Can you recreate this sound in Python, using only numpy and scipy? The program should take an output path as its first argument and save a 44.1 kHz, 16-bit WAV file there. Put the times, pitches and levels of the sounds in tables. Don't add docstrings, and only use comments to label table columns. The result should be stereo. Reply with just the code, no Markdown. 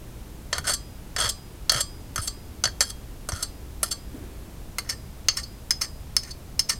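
import sys
import numpy as np
from scipy import signal
from scipy.fft import rfft, irfft
from scipy.io import wavfile

SR = 44100
rng = np.random.default_rng(int(sys.argv[2]) if len(sys.argv) > 2 else 0)


def transcribe(u):
    v = np.clip(np.atleast_2d(u).T, -1, 1)
    q = np.round(v * 32767).astype(np.int16)
    wavfile.write(sys.argv[1], SR, q)


N = 299439
TIME, FREQS = np.arange(N) / SR, np.fft.rfftfreq(N, 1 / SR)
TIP_FROM_S = 4


def gain_of(db):
    return 10 ** (np.asarray(db) / 20)


def unit_rms(x):
    return x / np.sqrt(np.mean(x ** 2) + 1e-20)


def unit_energy(x):
    return x / np.linalg.norm(x)


def curve(points, hz):
    f, value = np.transpose(points)
    return np.interp(np.log(hz + 1), np.log(f + 1), value)


def fade(t, t60):
    return np.exp(-np.log(1000) * t / np.maximum(t60, 1e-4))


def add(mix, s, sound):
    part = mix[round(s * SR):][:len(sound)]
    part += sound[:len(part)]


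def equalise(x, db_at, size=2048):
    log_gain = np.log(gain_of(db_at(abs(np.fft.fftfreq(size, 1 / SR)))))
    response = np.exp(np.conj(signal.hilbert(log_gain)))
    taps = np.fft.ifft(response).real[:size // 2]
    return signal.fftconvolve(x, taps)[:len(x)]


def noise(spectrum):
    white = rfft(rng.standard_normal(N))
    return unit_rms(irfft(white * gain_of(curve(spectrum, FREQS)), N))


def room_tone(air_db=-38, waver=.25):
    # f/Hz, level/dB
    spectrum = [(12, -8.5), (20, -2), (60, -0.5), (70, -1), (86, -5.5), (123, -10), (216, -14), (285, -18),
                (802, -26), (1660, -32.5), (1810, -33), (4670, -36), (14700, -38.5), (16000, -45)]
    # f/Hz, left-right correlation
    correlation = [(30, 0.23), (100, 0.11), (1000, 0.08), (4000, 0.02)]
    # f/Hz, level/dB
    partials = [(57, -51.5), (120, -54)]
    same = curve(correlation, FREQS)
    right = noise(spectrum)
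    left = irfft(same * rfft(right) + np.sqrt(1 - same ** 2) * rfft(noise(spectrum)), N)
    air = gain_of(air_db) * np.array([left, gain_of(1) * right])
    drift = waver * noise([(1, 0), (4, -6), (12, -50), (40, -140)])
    hum = sum(gain_of(db) * unit_rms(np.sin(2 * np.pi * hz * TIME + drift)) for hz, db in partials)
    return air + hum * (1 + drift)


def reverb(x, near_db=-12, near_t60=0.031, tail_db=-19):
    # f/Hz, t60/s
    decay = [(300, 0.059), (1500, 0.15), (5000, 0.2), (14000, 0.12)]
    t = np.arange(SR // 2) / SR
    near = rng.standard_normal(len(t)) ** 3 * fade(t, near_t60) * (t > .002)
    hz, when, bands = signal.stft(rng.standard_normal(len(t)), SR, nperseg=256)
    bands *= fade(when, curve(decay, hz)[:, None])
    tail = signal.istft(bands, SR, nperseg=256)[1][:len(t)] * (t > .006)
    response = gain_of(near_db) * unit_energy(near) + gain_of(tail_db) * unit_energy(tail)
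    return signal.fftconvolve(x, response)[:N]


def far_port(x, lag_samples=17):
    # f/Hz, gain/dB
    shading = [(700, 2.5), (1300, -13), (2400, -7), (4400, -22), (8100, -15.5), (15000, 4)]
    delay = np.exp(-2j * np.pi * FREQS * lag_samples / SR)
    return irfft(rfft(x) * gain_of(curve(shading, FREQS)) * delay, N)


def grip_shift():
    # t/s, level/dB
    swell = [(4.1, -53), (4.16, -42), (4.5, -50), (4.8, -62)]
    # f/Hz, level/dB
    spectrum = [(120, -10), (330, 2.5), (500, -11.5), (1000, -24), (1600, -21), (6000, -34)]
    envelope = gain_of(np.interp(TIME, *np.transpose(swell)))
    return noise(spectrum) * envelope * gain_of([[-4], [1]])


def hand_bumps(t60=0.092, rise_s=0.00084):
    # t/s, level/dB, f/Hz
    cues = [(0.596, -27.5, 134), (1.247, -26.5, 100), (1.752, -22.5, 127), (2.188, -20.5, 91.5),
            (2.662, -25, 111), (3.33, -20, 85), (4.144, -28, 265)]
    t = np.arange(SR // 3) / SR
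    envelope = fade(t, t60) * (1 - np.exp(-t / rise_s))
    track = np.zeros(N)
    for s, db, hz in cues:
        add(track, s, gain_of(db) * np.sin(2 * np.pi * hz * t) * envelope)
    return track


def ping(db, vary_db=0.5):
    # f/Hz, t60/s, level/dB
    modes = [(1160, .17, -6), (4091, .2, -14), (4540, .1, 0), (4940, .55, -16), (6075, .2, -11),
             (7410, .2, -10), (8490, .24, -9)]
    t = np.arange(SR // 2) / SR
    ring = np.zeros(len(t))
    for hz, t60, mode_db in modes:
        gain = gain_of(db + mode_db + vary_db * rng.standard_normal())
        ring += gain * fade(t, t60) * np.sin(2 * np.pi * hz * t)
    return ring * (1 - fade(t, .01))


def metal(s):
    # f/Hz, t60/s, energy struck on top/dB, energy struck at the tip/dB
    modes = [(575, 0.013, -10.5, -17), (765, 0.033, -10, -12.5), (1168, 0.011, 1, 0.5),
             (1480, 0.014, 0.5, -2), (1626, 0.055, -5, -8), (1818, 0.016, -3.5, -1.5), (2127, 0.011, -8, 0),
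             (2945, 0.0096, -7.5, -5), (3323, 0.031, -1, -5), (4174, 0.0076, -3.5, 0.5),
             (4474, 0.058, 3.5, 4), (4790, 0.0037, 0, -0.5), (5244, 0.013, 2, 5), (6142, 0.021, 2.5, 6.5),
             (3257, .42, -16, -28), (4091, .22, -20, -17), (5055, .21, -27, -10), (6080, .2, -18, -18),
             (6630, 0.0095, -1.5, 4), (7443, 0.0056, -1.5, -3), (8546, 0.007, 1.5, 4),
             (9510, 0.0032, -1, 1), (11230, 0.0035, -3, -2), (12160, 0.0067, -10.5, -7.5),
             (13540, 0.0028, -15, -9)]
    t = np.arange(SR // 2) / SR
    body = np.zeros(len(t))
    for k, (hz, t60, top_db, tip_db) in enumerate(modes):
        mode = unit_energy(fade(t, t60) * np.sin(2 * np.pi * hz * t))
        body += (-1) ** k * gain_of(tip_db if s > TIP_FROM_S else top_db) * mode
    return body


def contact(force, s, length, db, clack_db, fizz_db, ring_hz, boost_db, ring_width=.05):
    shelves = [(200, clack_db - 5.5), (600, clack_db), (1900, clack_db),
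               (3500, 0), (6500, 0), (10000, fizz_db)]

    def tone_db(hz):
        detune = (hz / ring_hz - 1) / ring_width
        return curve(shelves, hz) + boost_db / (1 + detune ** 2)

    sound = equalise(signal.fftconvolve(force, metal(s)), tone_db)
    return gain_of(db) * unit_energy(sound) * np.sqrt(length * SR)


def rub(track, s, length, db, rough_spots=85, spread_db=4, grit=.15, arch_db=7, **tone):
    t = np.arange(-SR // 50, SR // 7) / SR
    catches = rng.random(len(t)) < rough_spots / (SR * length)
    strength = gain_of(spread_db * np.minimum(rng.exponential(1, len(t)), 3))
    push = rng.standard_normal(len(t))
    friction = catches * strength * np.sign(push) + grit * push
    pressure = fade(np.maximum(-t, 0), t60=.014) * fade(np.maximum(t - length, 0), t60=.024)
    pressure *= gain_of(-arch_db * abs(np.clip(t / length, 0, 1) - 1 / 3))
    add(track, s + t[0], contact(friction * pressure, s, length, db, **tone))


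def drags():
    # t/s, length/s, level/dB, brightness/dB, contact resonance/Hz
    cues = [(0.541, 0.038, -28, -6, 3920), (0.643, 0.029, -28, -2, 1540), (0.671, 0.053, -17, 0.5, 8840),
            (1.183, 0.1, -19, -1.5, 3410), (1.731, 0.073, -21.5, -0.5, 3090), (2.181, 0.028, -32, 3, 5050),
            (2.216, 0.051, -28.5, 9, 8850), (2.807, 0.0255, -18.5, 2, 7450), (2.826, 0.088, -37, 7, 5000),
            (3.329, 0.12, -34, 2, 1380), (3.834, 0.056, -34.5, 6, 5050), (4.845, 0.064, -45.5, -8, 1590),
            (5.303, 0.081, -46, -3, 2460), (6.271, 0.035, -40.5, 0.5, 1570)]
    track = np.zeros(N)
    for s, length, db, bright_db, ring_hz in cues:
        clack_db = 3.5 - 0.76 * bright_db
        rub(track, s, length, db, clack_db=clack_db, fizz_db=bright_db, ring_hz=ring_hz, boost_db=10.5)
    return track


def slips(scrape_s=0.029, scrape_db=-14.5, ping_db=-11):
    # t/s, length/s, level/dB
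    cues = [(4.893, 0.013, -18), (5.371, 0.0032, -14), (5.814, 0.012, -15.5), (6.233, 0.0044, -27.5),
            (6.693, 0.013, -13)]
    track = np.zeros(N)
    for s, length, db in cues:
        end = s + length
        rub(track, s, length, db, clack_db=0, fizz_db=1.5, ring_hz=5500, boost_db=12.5)
        rub(track, end, scrape_s, db + scrape_db, clack_db=-1, fizz_db=-2.5, ring_hz=1816, boost_db=13.5)
        add(track, end, ping(db + ping_db))
    return track


def releases():
    # t/s, length/s, level/dB, ping level/dB
    cues = [(0.735, 0.012, -16.5, -26), (1.291, 0.012, -16.5, -25.5), (1.806, 0.008, -13, -22),
            (2.275, 0.0059, -16, -28), (2.902, 0.0033, -22.5, -38), (3.427, 0.0062, -14.5, -29.5),
            (3.911, 0.017, -19, -29.5), (5.432, 0.011, -28.5, -55), (6.308, 0.0084, -27.5, -53)]
    track = np.zeros(N)
    for s, length, db, ping_db in cues:
        if s > TIP_FROM_S:
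            rub(track, s, length, db, clack_db=-15, fizz_db=-3, ring_hz=4530, boost_db=18.5)
        else:
            rub(track, s, length, db, clack_db=-8.5, fizz_db=2.5, ring_hz=7700, boost_db=8)
        add(track, s + 0.76 * length, ping(ping_db))
    return track


def snaps(blow_s=.01, chatter_t60=0.038, settle_db=-12, settle_t60=0.073):
    # t/s, level/dB, fizz/dB, contact resonance/Hz, its boost/dB, chatter/dB
    cues = [(0.5279, -14, -10, 4110, 9, 35), (0.582, -19, 2, 1710, 4, 0), (1.163, -18, -7.5, 1625, 8, 7.5),
            (1.203, -18, 13, 8640, 23, -7), (1.6953, -7, -9, 1650, 8.5, 2), (1.7187, -15.5, 9, 6250, 4, 4),
            (2.1592, -18.5, 6.5, 6370, 13, 2), (2.1792, -19.5, -1, 1270, 10.5, 1),
            (2.638, -10.5, -6, 7800, -1, 11), (2.6546, -14, -7, 4500, 9, -2),
            (2.6733, -24.5, 5.5, 1160, -11, 6), (2.8067, -8.5, -3.5, 1776, 17.5, 2.5),
            (3.2884, -19.5, 3.5, 8700, 7, 7), (3.32, -24, 4, 5720, 30, 0),
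            (3.8306, -12, 11.5, 1320, 12, 7.5), (4.7836, -17.5, 4, 4450, 10, 30),
            (5.2849, -5.5, -17, 2720, 8, -1.5), (5.707, -10, 1.5, 5060, 13, 3),
            (6.1659, -8.5, 2.5, 5190, 14.5, -15), (6.5928, -9.5, 1.5, 5150, 10.5, 12)]
    t = np.arange(SR // 12) / SR
    track = np.zeros(N)
    for s, db, fizz_db, ring_hz, boost_db, chatter_db in cues:
        chatter = unit_energy(rng.standard_normal(len(t)) * fade(t, chatter_t60))
        bounces = unit_energy(rng.standard_normal(len(t)) ** 3 * fade(t, settle_t60))
        force = gain_of(chatter_db) * chatter + gain_of(settle_db) * bounces
        force[0] += 1
        clack_db = -0.99 * (db + 12.5)
        add(track, s, contact(force, s, blow_s, db, clack_db, fizz_db, ring_hz, boost_db))
    return track


def scene():
    magnet = snaps() + drags() + releases() + slips()
    handling = hand_bumps() + grip_shift()
    left = far_port(magnet) + reverb(magnet)
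    right = magnet + reverb(magnet)
    return np.array([left, right]) + handling + room_tone()


def record(dry, cutoff_hz=16100):
    lowpass = signal.firwin(511, cutoff_hz, window=("kaiser", 9), fs=SR)
    return signal.oaconvolve(np.clip(dry, -1, 1), lowpass[None], "same")


dry = scene()
out = record(dry)
transcribe(out)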